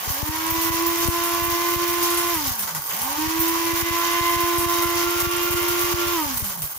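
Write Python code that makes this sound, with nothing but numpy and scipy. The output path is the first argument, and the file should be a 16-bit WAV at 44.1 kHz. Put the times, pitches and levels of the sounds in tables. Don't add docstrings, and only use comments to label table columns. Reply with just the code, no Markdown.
import sys
import numpy as np
from scipy import signal
from scipy.fft import rfft, irfft
from scipy.io import wavfile
from scipy.ndimage import uniform_filter1d

SR = 44100
rng = np.random.default_rng(int(sys.argv[2]) if len(sys.argv) > 2 else 0)


def generate_wav(sig):
    pcm = np.round(np.clip(np.atleast_2d(sig).T, -1, 1) * 32767).astype(np.int16)
    wavfile.write(sys.argv[1], SR, pcm)


N = 298983
TIME = np.arange(N) / SR
FREQS = np.maximum(np.fft.rfftfreq(N, 1 / SR), 1)
LEFT_RIGHT = np.array([[1], [-1]])
FULL_SPEED_HZ = 345
TORQUE_HZ = 100.1

# frequency in Hz, likeness (1 is the same).
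PORT_LIKENESS = [(100, 0.5), (300, 0.45), (1000, 0.2), (2000, 0.07), (4000, 0), (15000, 0)]
# frequency in Hz, left minus right in dB.
PORT_BALANCE = [(60, 0), (150, 9), (300, -4.5), (600, 5.5), (1000, 0), (2000, -2), (5000, -0.5), (8500, 2),
                (11500, 1), (14000, -4.5)]
# time in seconds, share moved.
MICROPHONE_PATH = [(4.6, 0.26), (5.2, 1)]
# start in seconds, level in dB.
LOW_THUMPS = [(0.075, -27.5), (0.102, -24.5), (0.228, -19), (0.291, -23.5), (0.519, -29), (0.579, -33),
              (0.702, -26), (0.744, -35), (0.884, -40), (1.053, -26.5), (1.084, -14.5), (1.419, -33),
              (1.479, -34), (1.522, -34), (1.761, -26), (1.895, -38), (2.365, -34), (2.474, -31),
              (2.508, -32), (3.274, -28.5), (3.393, -29), (3.732, -28.5), (3.825, -25), (3.906, -28),
              (4.208, -26.5), (4.361, -28), (4.434, -30), (4.582, -25), (4.66, -27.5), (4.853, -29),
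              (5.16, -35), (5.225, -30), (5.269, -23.5), (5.451, -39), (5.504, -28), (5.544, -26),
              (5.7, -33), (5.839, -34), (5.938, -21.5), (6.064, -32), (6.259, -34), (6.369, -36),
              (6.423, -24), (6.637, -36)]

# frequency in Hz, width in Hz, level in dB.
CUP_RINGS = [(596, 20, -2.5), (927, 55, 7), (1103, 108, 7), (1432, 71, 0.5), (1930, 71, -2.5),
             (3086, 10.6, 9), (4810, 140, 0.5), (6230, 270, 1.5)]
# start in seconds, level in dB.
TUMBLE_HITS = [(0.09, -39), (3.55, -33), (2.625, -36), (2.674, -34), (2.688, -47), (2.749, -34),
               (2.767, -46), (2.895, -35.5), (6.372, -51), (6.447, -39), (6.478, -54), (6.516, -41.5),
               (6.62, -44)]
# start in seconds, level in dB, extra dB for the top ring.
SEED_HITS = [(0.102, -13.5, 2), (0.5033, -17, 5), (0.616, -17, 2), (0.864, -16, 6), (0.98, -18, -2),
             (1.076, -9, -4), (1.2368, -13, -5), (1.502, -22, 5), (1.587, -26, 2), (1.685, -23, 5),
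             (1.8776, -19, 4), (1.9014, -25, 2), (2.0263, -11, -7), (2.103, -14, -9), (2.173, -13, -7),
             (2.1864, -22, -4), (2.341, -14, -2), (2.592, -11.5, -7), (2.7485, -16, -5), (2.99, -17, -8),
             (3.0164, -16, -3.5), (3.3922, -16.5, 4), (3.402, -17.5, 4), (3.48, -15.5, -3),
             (3.9813, -18, 0), (4.2956, -17, -1), (4.4033, -17, -1), (4.4827, -22, 1), (4.582, -7.5, -7),
             (4.695, -22, 6), (4.8215, -14, -2), (5.2, -14, 1), (5.4305, -20, 5), (5.5073, -12.5, -1.5),
             (5.683, -14, 0), (5.8097, -22, 4), (6.3724, -15.5, -2), (6.4431, -16, -3), (6.62, -13.5, -4)]
# frequency in Hz, level in dB.
SLIDE_COLOUR = [(700, -15.5), (2500, -8), (4000, -4), (5000, -4), (5500, -0.5), (6400, -4), (7200, -5),
                (8200, -17.5), (12000, -5)]
# frequency in Hz, level in dB.
SPRAY_COLOUR = [(5000, -11.5), (8200, -6), (9800, -1.5), (11000, -1), (11500, 2), (12400, -5), (13300, 5),
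                (13650, 1), (14650, 10), (15000, 2), (15600, 2.5)]
# time in seconds, pace at which it drops.
SETTLING_PACE = [(2.9, 0.27), (6.3, 0.41)]
# time in seconds, extra sliding in dB, extra spray in dB.
HEAP_SLUMPS = [(.1, 7, 3), (.27, -0.5, 5.5), (.65, 2.5, 6.5), (0.748, 3.5, 4.5), (1.042, 5.5, 5.5),
               (1.442, -2.5, 6.5), (1.73, 2, 5.5), (2.05, 4.5, 3), (2.179, 3, -2), (2.29, 1, 6),
               (2.48, 7, 7), (2.76, -1, -7), (2.94, 3, 1), (3.79, 2, 6), (4.07, 4.5, -3), (4.73, 3, 2),
               (4.978, 4, 0), (5.2, 1.5, 1), (5.6, 0.5, 3), (5.81, 0.5, 6), (5.92, 1, 2.5), (6.11, -0.5, 2),
               (6.21, -1.5, 4.5), (6.38, 0, 4.5), (6.57, -3.5, -3), (6.635, -3, 3)]

# frequency in Hz, level in dB.
RUSH_COLOUR = [(40, -19), (150, -44), (300, -0.5), (450, -12.5), (620, -25), (780, -18), (930, -13),
               (1100, 11.5), (1300, -8.5), (1650, 2.5), (2050, 5), (2500, 1.5), (3150, 3.5), (4300, -13)]
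# frequency in Hz, level in dB.
RASP_COLOUR = [(600, -16), (950, 16), (1300, -0.5), (2100, 0.5), (3100, -3.5), (4200, -10.5)]
# time in seconds, level in dB.
UPPER_MID_LEVELS = [
    [(0.3, -36), (0.47, -34), (1.81, -34), (2.11, -32.5), (2.4, -33.5)],
    [(3.2, -35.5), (4.26, -30), (4.5, -32.5), (5.84, -32.5), (6.22, -33)],
]
# multiple of the turn rate, multiple of the torque rate,
# dB from above, dB from beside the housing, left minus right in dB, left's lead in radians.
TORQUE_TONES = [(1, 1, -62, -47, -2, 1.34), (2, -1, -59, -49, -6, -0.5), (2, 1, -46.5, -44, 3.5, -2.5),
                (2, 2, -50, -49, -4, 0.5), (3, -1, -52, -45, 7, 1), (3, 1, -37.5, -36, -11, 1.5),
                (3, 3, -55, -47, -2.5, -2.5), (4, -2, -57, -49, -15, 2.5), (4, -1, -51, -50, -8, -3),
                (4, 1, -42, -56, -10.5, 1.5), (5, 1, -56, -52, -6, 2.5), (5, 2, -49.5, -58, -1, 0.7),
                (5, 3, -62, -48, -6, 2), (6, -1, -55, -57, -11, 2), (6, 1, -58, -48, -4, 2.5),
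                (6, 2, -62, -42.5, 9, 3), (7, 1, -56, -53, -3, 2), (8, 3, -63, -43, 2, -2.5)]
# multiple of the turn rate, dB from above,
# dB from beside the housing, left minus right in dB, left's lead in radians.
WHINE_TONES = [(5, -7.5, -15, 0, 1.4), (6, -5.5, -9.5, -5.5, 1.82), (7, -10.5, -17, -2, -.5),
               (8, -14, -12, -11, 1.2), (9, -18.5, -13, -6, 1.6), (10, -22, -17, -5, -0.67),
               (11, -20.5, -20, 17, -0.32)]
# time in seconds, extra level in dB.
WHINE_BOOST = [(3.55, 0), (3.85, 1.5), (4.25, 2.5), (4.6, -1), (5.2, 1)]
# frequency in Hz, level in dB.
HOUSING_RESPONSE = [(300, -24), (480, -13), (600, -12), (760, -9), (900, -1.5), (1080, 0), (1330, -14),
                    (1600, -4), (2000, -22), (3000, -19)]
# frequency in Hz, change in dB.
COUNTER_RESPONSE = [(135, -10), (148, 16), (158, 18.5), (176, -4), (203, 5.5), (226, -8.5), (255, 2.5),
                    (290, 0)]
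# time in seconds, then dB for each.
HUM_LEVELS = [
    [(0.24, -41.5, -39.5, -35, -38), (0.285, -30, -47, -33.5, -49), (0.36, -35.5, -48.5, -35, -48),
     (0.6, -29, -45, -32.5, -54), (0.82, -28, -46, -32.5, -46), (1.2, -31, -38, -30.5, -39.5),
     (1.58, -29, -40, -29, -48), (1.8, -29, -43, -30, -45), (2.32, -30, -40.5, -31, -43),
     (2.43, -34, -61, -34, -45)],
    [(3.09, -35, -41, -36, -34), (3.172, -40, -45, -35, -40), (3.186, -27.5, -48, -35, -43),
     (3.3, -31, -55, -36.5, -58), (3.48, -27.5, -48.5, -32.5, -44), (3.85, -29.5, -45.5, -35.5, -54),
     (4.0, -32, -42, -27.5, -43), (4.32, -28.5, -36.5, -26, -47.5), (5.02, -26, -41.5, -32.5, -35),
     (5.27, -28, -47.5, -38.5, -34.5), (6.05, -28, -48, -38.5, -38), (6.18, -29, -44.5, -29, -43),
     (6.24, -29.5, -41, -28, -33), (6.33, -32, -47, -53, -49)],
]
# left minus right in dB, left's lead in radians,
# fall in dB per octave of slowing, flutter in dB.
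HUM_RULES = [(-3.5, 0.8, 19.5, 1.52), (-3, 0.69, 19, 2.1), (-3.5, 0.061, 34, 2), (-3, 1, 12, 3.5)]
# on in seconds, off in seconds, seconds to coast to 37% of the speed.
PRESSES = [(-0.095, 2.325, .55), (2.905, 6.145, .595)]
# time in seconds, turns per second.
SPEED_UNDER_LOAD = [
    [(0.79, 334), (0.84, 338), (0.916, 338), (0.96, 339.5), (1.2, 342), (1.42, 342), (1.8, 346),
     (2.06, 345)],
    [(3.7, 337), (4.2, 344), (4.9, 343.4), (5.15, 346.8), (5.5, 348), (5.85, 349), (6.05, 346)],
]


def from_db(db):
    return 10 ** (np.asarray(db) / 20)


def unit_power(x):
    return x / np.sqrt(np.mean(x ** 2) + 1e-20)


def in_time(rows):
    s, *columns = np.transpose(rows)
    return [np.interp(TIME, s, c) for c in columns]


def per_press(tables):
    out = np.array(in_time(tables[0]))
    for (on_s, _, _), rows in zip(PRESSES[1:], tables[1:]):
        out = np.where(TIME < on_s, out, in_time(rows))
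    return out


def over_hz(points):
    hz, value = np.transpose(points)
    return np.interp(np.log(FREQS), np.log(hz), value)


def drift(rate_hz):
    r = np.exp(-80 * np.pi * rate_hz / SR)
    slow = signal.lfilter([1], [1, -2 * r, r * r], rng.standard_normal(N // 40 + 2002))[2000:]
    return np.interp(np.arange(N) / 40, np.arange(len(slow)), unit_power(slow))


def resonate(x, hz, width_hz):
    r = np.exp(-np.pi * width_hz / SR)
    feedback = [1, -2 * r * np.cos(2 * np.pi * hz / SR), r * r]
    return signal.lfilter(np.array([1, 0, -1]) * (1 - r * r) / 2, feedback, x + 1e-18)


def at_ports(pair, colour_db=0):
    mid, side = rfft(pair)
    alike = over_hz(PORT_LIKENESS)
    both = np.sqrt(1 + alike) * mid + np.sqrt(1 - alike) * side * LEFT_RIGHT
    return unit_power(irfft(both * from_db(colour_db + LEFT_RIGHT * over_hz(PORT_BALANCE) / 2), N))


def tone(phase, level_db, pan_db, lead):
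    gain = from_db(level_db) * from_db(LEFT_RIGHT * pan_db / 2)
    return gain * np.cos(phase + rng.uniform(0, 2 * np.pi) + LEFT_RIGHT * lead / 2)


def strikes(rows):
    s, level_db = np.transpose(rows)
    return np.bincount(np.clip(np.round(s * SR).astype(int), 0, N - 1), from_db(level_db), N)


def die_away(clicks, t60):
    return signal.lfilter([1], [1, -from_db(-60 / (t60 * SR))], clicks + 1e-18)


def kitchen(x, t60=.3):
    t = TIME[:int(t60 * SR)]
    echoes = unit_power(rng.standard_normal((2, len(t))) * from_db(-60 * t / t60))
    return signal.fftconvolve(x * np.ones((2, 1)), echoes / np.sqrt(len(t)), axes=1)[:, :N]


def thumps(pace, hz=78.6, width_hz=63.6, right_db=-24.5):
    weak = (rng.random(N) < 60 * pace ** 2 / SR) * from_db(-46.5 + 2 * rng.standard_normal(N))
    pushes = strikes(LOW_THUMPS) + weak
    swing = signal.sosfilt(signal.butter(2, 143, fs=SR, output="sos"), resonate(pushes, hz, width_hz))
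    slap = from_db(2) * resonate(pushes ** 2, hz=273, width_hz=97)
    both = signal.sosfilt(signal.butter(2, 34, "high", fs=SR, output="sos"), swing - slap)
    gain = from_db(11) * SR / (np.pi * width_hz)
    return gain * both * from_db([[0], [right_db]])


def ticks(pace, hz=10000, width_hz=4000):
    hits = (rng.random(N) < 28 * pace / SR) * from_db(3 * np.clip(rng.standard_normal((2, N)), -2, 1.5))
    bursts = die_away(hits, t60=.012) * rng.standard_normal((2, N))
    return from_db(-16.5) * resonate(resonate(bursts, hz, width_hz), hz, width_hz)


def cup(x, damping):
    return at_ports(sum(from_db(db) * resonate(x, hz, width * damping) for hz, width, db in CUP_RINGS))


def tumbles():
    ring = cup(rng.standard_normal((2, N)), damping=3)
    scrape = at_ports(rng.standard_normal((2, N)), over_hz(SLIDE_COLOUR))
    return from_db(4) * die_away(strikes(TUMBLE_HITS), t60=.26) * (ring + from_db(-3) * scrape)


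def seeds(top_ring_hz=13200, crack_db=-2, scatter_db=-6.5):
    colour_db = np.maximum(over_hz(SPRAY_COLOUR), over_hz(SLIDE_COLOUR) - 7)
    steel = at_ports(rng.standard_normal((2, N)), colour_db)
    top = irfft(rfft(steel) * (FREQS > top_ring_hz), N)
    out = 0
    for band, is_top in ((steel - top, 0), (top, 1)):
        hits = strikes([(s, db + is_top * top_db) for s, db, top_db in SEED_HITS])
        crack = die_away(hits, t60=.015)
        scatter = die_away(hits, t60=.35) - crack
        out += (from_db(crack_db) * crack + from_db(scatter_db) * scatter) * band
    return out


def grains(per_s, spread_db, t60):
    sizes = from_db(spread_db * np.clip(rng.standard_normal(N), -2.5, 2.5))
    hits = rng.random(N) < per_s / SR
    power = die_away(hits * sizes ** 2 / np.maximum(per_s, 100), t60 / 2)
    return unit_power(np.sqrt(power) * rng.standard_normal((2, N)))


def spice_levels(pace, rise_s=.034, fall_s=.042):
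    settle_db = -10 * np.log10(1 + (in_time(SETTLING_PACE)[0] / pace) ** 6)
    slide_db = -27.5 + 7.5 * np.log2(pace) + settle_db
    spray_db = -29.5 - 1.5 * np.log2(pace) + settle_db
    for s, more_slide_db, more_spray_db in HEAP_SLUMPS:
        swell = np.exp(-((TIME - s) / np.where(TIME < s, rise_s, fall_s)) ** 2)
        slide_db += more_slide_db * swell
        spray_db += more_spray_db * swell
    return slide_db, spray_db


def spice(pace):
    slide_db, spray_db = spice_levels(pace)
    clumps = drift(15)
    slide = at_ports(grains(4500 * pace ** 1.7, spread_db=3.2, t60=.014), over_hz(SLIDE_COLOUR))
    spray = at_ports(grains(2800 * pace ** 1.1, spread_db=2.7, t60=.014), over_hz(SPRAY_COLOUR))
    knocks = cup(grains(900 * pace, spread_db=-1.5, t60=.0026), damping=1.1)
    knocks *= from_db(-7.5 - 5 * np.log2(pace))
    wall = from_db(slide_db + .94 * clumps) * (slide + knocks)
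    return wall + from_db(spray_db + .5 * clumps + .46 * drift(5.7)) * spray


def rush(angle, pace, powered, octaves_down, mid_db):
    strain = from_db(-29) * powered * np.maximum(1 - pace, 0)
    gain = np.hypot(from_db(mid_db - .5 - 28 * octaves_down), strain)
    beat = 1 + .27 * np.cos(angle) + .061 * np.cos(2 * np.pi * TORQUE_HZ * TIME)
    roll_off_db = -10 * np.log10(1 + (FREQS / 6000) ** 4)
    return gain * at_ports(rng.standard_normal((2, N)) * beat, over_hz(RUSH_COLOUR) + roll_off_db)


def rasp(angle):
    pattern = sum(np.cos(k * angle + rng.uniform(0, 2 * np.pi)) for k in range(4, 14))
    bite = np.cos(np.pi * TORQUE_HZ * TIME) ** 24
    return at_ports(kitchen(pattern * (bite - bite.mean())), over_hz(RASP_COLOUR))


def side_tones(angle, beside, waver_db=2.5):
    out = 0
    for k, m, above_db, beside_db, pan_db, lead in TORQUE_TONES:
        level_db = above_db + (beside_db - above_db) * beside + 1.4 + waver_db * drift(6.4)
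        out += tone(k * angle + 2 * np.pi * m * TORQUE_HZ * TIME, level_db, pan_db, lead)
    return out


def glide(angle, speed, octaves_down, flutter_db=4):
    hz, response_db = np.transpose(HOUSING_RESPONSE)
    out = 0
    for k in range(3, 13):
        rattle = 2 * np.sqrt(octaves_down) * drift(35)
        level_db = np.interp(k * speed, hz, response_db) + flutter_db * drift(11.5)
        out += tone(k * angle + rattle, level_db, pan_db=2, lead=rng.uniform(-1.2, 1))
    return out


def whine(angle, beside, octaves_down, waver_db=2.5):
    out = 0
    for k, above_db, beside_db, pan_db, lead in WHINE_TONES:
        level_db = above_db + (beside_db - above_db) * beside + waver_db * drift(3.5)
        rattle = 3 * np.sqrt(octaves_down) * drift(40)
        out += tone(k * angle + .25 * drift(7.2) + rattle, level_db, pan_db, lead)
    return out


def hum(angle, speed, octaves_down):
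    rattle = np.minimum(octaves_down, 1) * drift(45)
    tones = []
    for k, (base_db, rules) in enumerate(zip(per_press(HUM_LEVELS), HUM_RULES), 1):
        pan_db, lead, fall_db, flutter_db = rules
        load = .4 * drift(4) + .65 * drift(16) + .2 * (k - 1) * drift(55)
        level_db = base_db + 3.5 - fall_db * octaves_down + flutter_db * (1 + octaves_down) * load
        tones.append(tone(k * angle + k ** 1.5 * rattle / 2, level_db, pan_db, lead))
    counter_db = np.interp(speed, *np.transpose(COUNTER_RESPONSE))
    swell_db = uniform_filter1d(counter_db, size=2200)
    return tones[0] * from_db(swell_db), sum(tones[1:])


def rotor(run_up_s=.147):
    speed, powered = np.zeros(N), np.zeros(N)
    loaded, = per_press(SPEED_UNDER_LOAD)
    for on_s, off_s, coast_s in PRESSES:
        start_speed = np.interp(on_s, TIME, speed)
        running = loaded + (start_speed - loaded) * np.exp(-np.maximum(TIME - on_s, 0) / run_up_s)
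        coasting = np.interp(off_s, TIME, running) * np.exp(-np.maximum(TIME - off_s, 0) / coast_s)
        speed = np.select([TIME < on_s, TIME < off_s], [speed, running], coasting)
        powered += (TIME >= on_s) * (TIME < off_s)
    return np.maximum(speed, 1), powered


def motor(angle, speed, powered, octaves_down, mid_db):
    pace = speed / FULL_SPEED_HZ
    slack = np.clip((.98 - pace) * 7, 0, 1)
    beside, = in_time(MICROPHONE_PATH)
    torque = uniform_filter1d(powered, size=900)
    lowest, overtones = hum(angle, speed, octaves_down)
    glide_gain = slack * from_db(-37.5 - 4 * torque - 12.5 * octaves_down)
    overtones += glide_gain * glide(angle, speed, octaves_down)
    whine_fall_db = (13 - powered) * octaves_down
    whine_gain = from_db(mid_db + 2.5 + in_time(WHINE_BOOST)[0] - whine_fall_db) * (1 - slack / 2)
    overtones += whine_gain * whine(angle, beside, octaves_down)
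    blur = .9 * slack
    overtones = np.sqrt(1 - blur ** 2) * overtones + kitchen(blur * overtones)
    shaking = pace ** 2 * side_tones(angle, beside)
    brushes = from_db(mid_db - 3.5 - 14 * octaves_down) * rasp(angle)
    return lowest + overtones + torque * (shaking + brushes)


def scene():
    speed, powered = rotor()
    pace = speed / FULL_SPEED_HZ
    octaves_down = np.maximum(np.log2(.92 / pace), 0)
    mid_db, = per_press(UPPER_MID_LEVELS)
    angle = 2 * np.pi * np.cumsum(speed * (1 + .0007 * drift(20))) / SR
    air = rush(angle, pace, powered, octaves_down, mid_db)
    bits = seeds() + tumbles() + ticks(pace)
    low = thumps(pace)
    return motor(angle, speed, powered, octaves_down, mid_db) + air + spice(pace) + bits + low


def gain_control(x, knee_db=-18, most_cut_db=7.5, release_db_per_s=106, look_ahead_s=.0071):
    bass = signal.sosfilt(signal.butter(4, 180, fs=SR, output="sos"), x[0])
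    cut_db = most_cut_db * bass ** 2 / (bass ** 2 + from_db(knee_db) ** 2)
    held_db = np.maximum.accumulate(cut_db + release_db_per_s * TIME) - release_db_per_s * TIME
    early_db = np.interp(TIME + look_ahead_s, TIME, uniform_filter1d(held_db, size=128))
    return x * from_db(-early_db)


def record(dry):
    return signal.sosfilt(signal.ellip(12, .1, 80, 15550, fs=SR, output="sos"), gain_control(dry))


dry = scene()
out = record(dry)
generate_wav(out)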